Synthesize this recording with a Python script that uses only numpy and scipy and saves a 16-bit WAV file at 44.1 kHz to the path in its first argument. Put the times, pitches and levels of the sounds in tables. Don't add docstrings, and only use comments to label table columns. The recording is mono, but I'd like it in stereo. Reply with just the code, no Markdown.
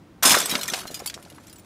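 import sys
import numpy as np
from scipy import signal
from scipy.fft import rfft, irfft
from scipy.io import wavfile
from scipy.ndimage import uniform_filter1d

SR = 44100
rng = np.random.default_rng(int(sys.argv[2]) if len(sys.argv) > 2 else 0)


def store_pcm(level_fs):
    pcm = np.round(np.clip(level_fs, -1, 1) * 32767).astype(np.int16)
    wavfile.write(sys.argv[1], SR, np.atleast_2d(pcm).T)


def voltage_ratio(level):
    return 10 ** (np.asarray(level, float) / 20)


N = 72765

# start in seconds, level in dB, centre in Hz, 60 dB decay time in seconds.
CRACKS = [
    (0.2537, -1, 3980, 0.052),
    (0.3066, 0.5, 5000, 0.026),
    (0.346, -3.5, 2440, 0.036),
    (0.5529, -5, 3150, 0.031),
    (0.7354, -10, 3900, 0.067),
    (1.098, -19.5, 4080, 0.041),
    (1.141, -21.5, 5000, 0.055),
    (1.25, -36.5, 4440, 0.049),
]
# frequency in Hz, level in dB.
PIECE_MODES = [(3515, -35), (5152, -27), (5742, -36), (6368, -31), (6966, -34), (7620, -35), (8333, -32),
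               (8990, -34), (9593, -32), (10070, -32), (10982, -30), (12100, -37), (13361, -39),
               (14745, -43)]
# start in seconds, level in dB, moment of damping in seconds.
PIECE_BLOWS = [
    (.2532, 14, 0.29),
    (.294, 12, 0.53),
    (.3085, 3.5, 0.16),
    (.331, -3, 0.28),
    (.349, -0.5, 0.37),
]
# start in seconds, level in dB, 60 dB decay time of the ring
# in seconds.
SHARDS = [(0.2301, -5, 0.067), (0.2935, -4, 0.037), (0.3184, -3.5, 0.05), (0.3491, -1.5, 0.023),
          (0.3855, -9.5, 0.053), (0.4024, -6, 0.023), (0.4267, -24.5, 0.033), (0.4565, -14, 0.07),
          (0.4946, -12.5, 0.036), (0.5011, -18, 0.1), (0.5115, -15.5, 0.1), (0.578, -23, 0.06),
          (0.591, -22, 0.07), (0.611, -20, 0.089), (0.6314, -13, 0.065), (0.656, -24, 0.026),
          (0.679, -14.5, 0.067), (0.685, -17, 0.035), (0.698, -18.5, 0.057), (0.7404, -22, 0.074),
          (0.763, -25, 0.066), (0.7899, -32, 0.18), (0.8133, -28, 0.042),
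          (0.869, -32, 0.13), (0.8762, -25.5, 0.071), (0.9092, -30, 0.16), (0.9424, -21.5, 0.15),
               (0.9922, -29, 0.049), (1, -27, 0.04), (1.0596, -17.5, 0.069), (1.073, -18, 0.088),
               (1.099, -22, 0.023), (1.1413, -35, 0.061), (1.2256, -33.5, 0.051), (1.2996, -33, 0.059),
               (1.346, -41, 0.033), (1.359, -49.5, 0.056), (1.409, -51, 0.034), (1.469, -34, 0.034),
               (1.48, -38, 0.07), (1.496, -37.5, 0.088), (1.5271, -36, 0.073), (1.558, -40, 0.089),
               (1.5828, -42, 0.067), (1.594, -40, 0.044)]
# four frequencies in Hz, strongest first.
SHARD_MODES = [(11890, 8560, 1880, 3140), (2370, 5760, 8480, 4110), (10070, 6380, 4070, 1950),
               (4020, 2380, 12040, 8130), (5310, 8610, 3170, 10070), (7550, 10370, 3370, 8530),
               (3880, 6580, 2670, 8330), (8110, 11690, 10230, 1960), (5450, 3190, 10280, 7460),
               (11410, 5740, 4920, 6560), (3880, 3200, 6590, 8800), (6130, 5260, 2100, 8370),
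               (3770, 5270, 3140, 5680), (4200, 2990, 5250, 6700), (5780, 2490, 4750, 10400),
               (5380, 9770, 4160, 12120), (7200, 5330, 10400, 9200), (1860, 3660, 6120, 5490),
               (6130, 3460, 4080, 8340), (7260, 5380, 2240, 3540), (6130, 3300, 7840, 4160),
               (4440, 3820, 4960, 3170), (6300, 3000, 9560, 2610),
               (4160, 6830, 6140, 10610), (4140, 2840, 10620, 6070), (6770, 7940, 5540, 7290),
              (4920, 6660, 3530, 2290), (5550, 7400, 4590, 6930), (6810, 4430, 2310, 10500),
              (10030, 7240, 3980, 14320), (4610, 3280, 8000, 6590), (4820, 4190, 2340, 6570),
              (5520, 4210, 6010, 3350), (10150, 4180, 3350, 5580), (10170, 6830, 4050, 3520),
              (10230, 6800, 4340, 12900), (10240, 4190, 3640, 4730), (10210, 8830, 2600, 3430),
              (7380, 5500, 10240, 6840), (7890, 4150, 3470, 2710), (4930, 11700, 3240, 8900),
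              (9110, 15100, 7230, 5430), (7900, 7260, 9240, 2970), (15040, 7290, 9170, 12700),
              (9160, 7300, 5530, 10850)]
MODE_DB = [-9.5, -15, -18, -20]
RING_DB = [0, -2, -1, -2, -2, 0, 6.5, 2, 0, -1, 3, 1.5, -2, 2, -5, 2.5, -4.5, 4.5, 6.5, -6.5, 2, 4.5, 1, 3,
           -2.5, -4, -1.5, 2, 0.5, 3, -2.5, 1, 7.5, -6, -6, 1, 11.5, 0, 0, -1, -0.5, 4, 3, 5, 3]
# start in seconds, level in dB, frequency in Hz, number of swings.
TAPS = [(.2268, -16, 1540, 3.6), (0.2868, -17, 1170, 7.6), (.3088, -10, 1790, 2.9), (.326, -10, 1160, 4.3),
        (0.342, -5.5, 2200, 1.9), (0.345, -4.5, 1680, 4.8), (.539, -19.5, 790, 1.6),
        (0.5537, -11.5, 2530, 1.5), (0.7247, -33, 294, 1.2), (.684, -20, 2020, 4.4),
        (0.8548, -19, 880, 0.97), (.858, -23.5, 1220, 1.4), (0.9037, -28.5, 606, 2.4),
        (1.0215, -26, 510, 2), (1.04, -34, 3000, 1.6), (1.1205, -35, 3030, 1.5), (1.134, -29, 2020, 1.2),
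        (1.169, -31.5, 495, 1.2), (1.177, -26, 1130, 1.3), (1.189, -37, 700, 2), (1.226, -50.5, 890, 1.9),
        (1.319, -40.5, 600, 3.5), (1.3253, -35.5, 3540, 2.1), (1.382, -30.5, 1300, 1.1),
        (1.432, -42, 3800, 1.6)]
# start in seconds, level in dB, frequency in Hz, 60 dB decay time in seconds.
KNOCKS = [(.237, -16, 1043, 0.21), (.253, -16, 265, 0.076), (.27, -20.5, 310, 0.031),
          (0.305, -22, 239, 0.073), (.349, -9, 1208, 0.047), (0.344, -41, 61, 0.13),
          (.368, -10.5, 550, 0.03), (0.372, -12.5, 1376, 0.037), (0.524, -22, 209, 0.036),
          (0.55, -23, 261, 0.07), (0.722, -31, 220, 0.064), (0.736, -19, 757, 0.05),
          (0.914, -27.5, 246, 0.019), (1.0, -31.5, 730, 0.068), (1.058, -27.5, 810, 0.051),
          (1.262, -38.5, 710, 0.029), (1.384, -31.5, 1100, 0.014)]
# time in seconds, fine spray in dB, heavy tumble in dB.
DEBRIS = [(.227, -21.5, -41), (.26, -17.5, -36), (.33, -20.5, -26.5), (0.379, -25.5, -29),
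          (0.474, -34, -41.5), (0.543, -31.5, -32.5), (.62, -43.5, -40), (0.801, -35.5, -44),
          (.85, -52, -47), (1.0, -48.5, -54.5), (1.15, -57.5, -54), (1.65, -62, -66)]
# frequency in Hz, density in dB per Hz.
SPRAY_COLOUR = [(150, -44), (600, 3), (1500, 1), (5000, -1), (11000, -5), (13500, -8), (16000, -36)]
# frequency in Hz, 60 dB decay time in seconds.
ROOM_DECAY = [(200, 0.1), (2000, 0.065), (12000, 0.055)]
# frequency in Hz, density in dB per Hz.
HUM_COLOUR = [(15, -62), (25, -22), (59, -5.5), (206, -4.5), (263, -11.5), (309, -3.5), (363, -12),
              (2840, -31), (16000, -48)]


def evened(x):
    return x / np.sqrt(np.mean(x ** 2) + 1e-20)


def wander(shape, samples):
    noise = rng.standard_normal(shape)
    return evened(uniform_filter1d(uniform_filter1d(noise, samples), samples))


def read(points, hz):
    f, value = np.transpose(points)
    return np.interp(np.log(hz + 1), np.log(f + 1), value)


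def add(mix, s, sound):
    part = mix[round(s * SR):][:len(sound)]
    part += sound[:len(part)]


def coloured(x, points):
    gain = voltage_ratio(read(points, np.fft.rfftfreq(x.shape[-1], 1 / SR)))
    return irfft(rfft(x) * gain, x.shape[-1])


def band(x, lo_hz, hi_hz):
    edges = np.clip([lo_hz, hi_hz], 20, SR / 2.2)
    return signal.sosfilt(signal.butter(2, edges, "bandpass", fs=SR, output="sos"), x)


def dying(t, t60, rise_s=0.00096):
    return np.minimum(t / rise_s, 1) * voltage_ratio(-60 * t / t60)


def crack(db, hz, t60):
    t = np.arange(4000) / SR
    burst = evened(band(rng.standard_normal(len(t)), hz / 2.73, hz * 1.56))
    return voltage_ratio(db - 9) * burst * dying(t, t60, 0.00057)


def piece(s, db, damped):
    t = np.arange(8000) / SR
    hz, level_db = np.transpose(PIECE_MODES)[:, :, None]
    draw = rng.random((len(PIECE_MODES), 2))
    t60 = 0.4 * (5000 / hz) ** 0.8
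    swing = np.sin(2 * np.pi * (hz * t + draw[:, 1:]))
    modes = voltage_ratio(level_db - 6 * draw[:, :1]) * swing * dying(t, t60)
    contact_db = 3800 * np.maximum(t - (damped - s), 0)
    return voltage_ratio(db - contact_db) * modes.sum(0)


def shard(db, t60, ring_db, *modes_hz):
    floor_hz, stagger_s = 2043, 0.003
    t, draw = np.arange(6000) / SR, rng.random((26, 3))
    grit = evened(band(band(rng.standard_normal(len(t)), floor_hz, 11500), floor_hz, SR))

    hz = floor_hz + (15500 - floor_hz) * draw[:, :1] ** 1.1
    cluster_db = -20 - 8 * draw[:, 1:2] - hz / 2100
    cluster_t60 = t60 * (0.5 + 0.5 * draw[:, 2:])
    cluster = voltage_ratio(cluster_db) * np.sin(2 * np.pi * hz * t) * dying(t, cluster_t60)

    rattle = voltage_ratio(1.5 * evened(uniform_filter1d(uniform_filter1d(rng.standard_normal((4, len(t))), 90), 90)))
    late = np.maximum(t - stagger_s * draw[:4, 1:2], 0)
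    life = t60 * np.array([[1], [0.75], [0.6], [0.55]])
    swing = np.sin(2 * np.pi * np.array(modes_hz)[:, None] * late)
    main = rattle * voltage_ratio(np.array(MODE_DB)[:, None]) * swing * dying(late, life, 0.0013)

    puff = voltage_ratio(-11.5) * grit * dying(t, 0.56 * t60)
    return voltage_ratio(db) * (voltage_ratio(ring_db) * main.sum(0) + voltage_ratio(5) * cluster.sum(0) + puff)


def tap(db, hz, swings):
    turns = hz * np.arange(1500) / SR
    return -voltage_ratio(db + 1.5) * np.sin(2 * np.pi * turns) * voltage_ratio(-20 * turns / swings)


def knock(db, hz, t60):
    t = np.arange(4000) / SR
    skin = evened(band(rng.standard_normal(len(t)), hz / 1.4, hz * 1.6))
    skin = skin * np.linalg.norm(dying(t, t60)) / np.linalg.norm(skin * dying(t, t60))
    return voltage_ratio(db) * (0.5 * np.sin(2 * np.pi * hz * t) + 0.5 * skin) * dying(t, t60, 0.001)


def grains(spread_db, per_s, low_hz, span, t60, colour):
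    struck = rng.random
    size_db = spread_db * np.minimum(rng.exponential(1, N), 4)
    size = voltage_ratio(size_db) * (struck(N) < per_s / SR)
    kind, t, out = rng.integers(0, 30, N), np.arange(2500) / SR, np.zeros(N)
    for k, (pitch, life) in enumerate(rng.random((30, 2))):
        hz = low_hz * span ** pitch
        ping = voltage_ratio(read(colour, hz)) * np.sin(2 * np.pi * hz * t) * dying(t, t60 * (1 + life))
        out += signal.oaconvolve(size * (kind == k), ping)[:N]
    return evened(out)


def debris():
    t, (s, fine_db, heavy_db) = np.arange(N) / SR, np.transpose(DEBRIS)
    flicker = voltage_ratio(2.55 * wander(N, 200))
    hiss = evened(coloured(rng.standard_normal(N), SPRAY_COLOUR)) * flicker
    tinkle = grains(spread_db=4.5, per_s=730, low_hz=2200, span=7.4, t60=0.031, colour=SPRAY_COLOUR)
    spray = voltage_ratio(-0.5) * hiss + voltage_ratio(-7) * tinkle
    clatter = grains(spread_db=4, per_s=1500, low_hz=180, span=11, t60=0.02,
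                     colour=[(200, -2.5), (1300, 0.12)])
    clatter = band(clatter, 180, 2400)
    start = np.clip((t - s[0] + 0.0019) / 0.0012, 0, 1)
    return start * (voltage_ratio(np.interp(t, s, fine_db)) * spray + voltage_ratio(np.interp(t, s, heavy_db)) * clatter)


def side_image(glass):
    decay = np.arange(1500)
    smear = rng.standard_normal(1500) * voltage_ratio(-decay * 0.14)
    treble = band(glass, 5000, 25000) + 0.16 * band(glass, 393, 5000)
    side = voltage_ratio(-9.5) * signal.oaconvolve(treble, smear / np.linalg.norm(smear))[:N]
    side = side * wander(N, 250)
    return np.array([side, -side])


def room(x):
    taps = np.zeros((2, 16000))
    at = np.arange(100, 15980, 20) + rng.integers(0, 20, (2, 794))
    np.put_along_axis(taps, at, rng.choice([-1., 1.], at.shape), 1)
    hz, t, z = signal.stft(taps, SR, nperseg=256)
    decay = voltage_ratio(-60 * t / read(ROOM_DECAY, hz)[:, None])
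    tail = signal.istft(z * decay, SR, nperseg=256)[1]
    return signal.fftconvolve(x[None], tail / np.linalg.norm(tail[0]), axes=1)[:, :N]


def hum():
    low, air = rng.standard_normal((2, N))
    air = voltage_ratio(-87) * evened(band(band(air, 4500, 15000), 4500, 15000))
    return voltage_ratio(-50) * evened(coloured(low, HUM_COLOUR)) + np.array([air, -air])


def scene():
    glass = debris()
    shards = zip(SHARDS, RING_DB, SHARD_MODES)
    for (s, *row), ring_db, modes in shards:
        add(glass, s, shard(*row, ring_db, *modes))
    for source, events in [(crack, CRACKS), (knock, KNOCKS), (tap, TAPS)]:
        for s, *row in events:
            add(glass, s, source(*row))
    for row in PIECE_BLOWS:
        add(glass, row[0], piece(*row))
    centre = glass * voltage_ratio([[0.3], [-0.3]])
    return centre + side_image(glass) + voltage_ratio(-12) * room(glass) + hum()


def band_limit(x):
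    return signal.sosfilt(signal.butter(12, 16810, fs=SR, output="sos"), x)


def record(dry):
    x = signal.sosfilt(signal.butter(2, 40, "highpass", fs=SR, output="sos"), dry)
    treble_limit = signal.firwin(511, 15800, window=("kaiser", 9), fs=SR)
    x = signal.oaconvolve(x, treble_limit[None], "same")
    x = 0.95 * np.tanh(x / 0.95)
    return band_limit(x)


dry = scene()
out = record(dry)
store_pcm(out)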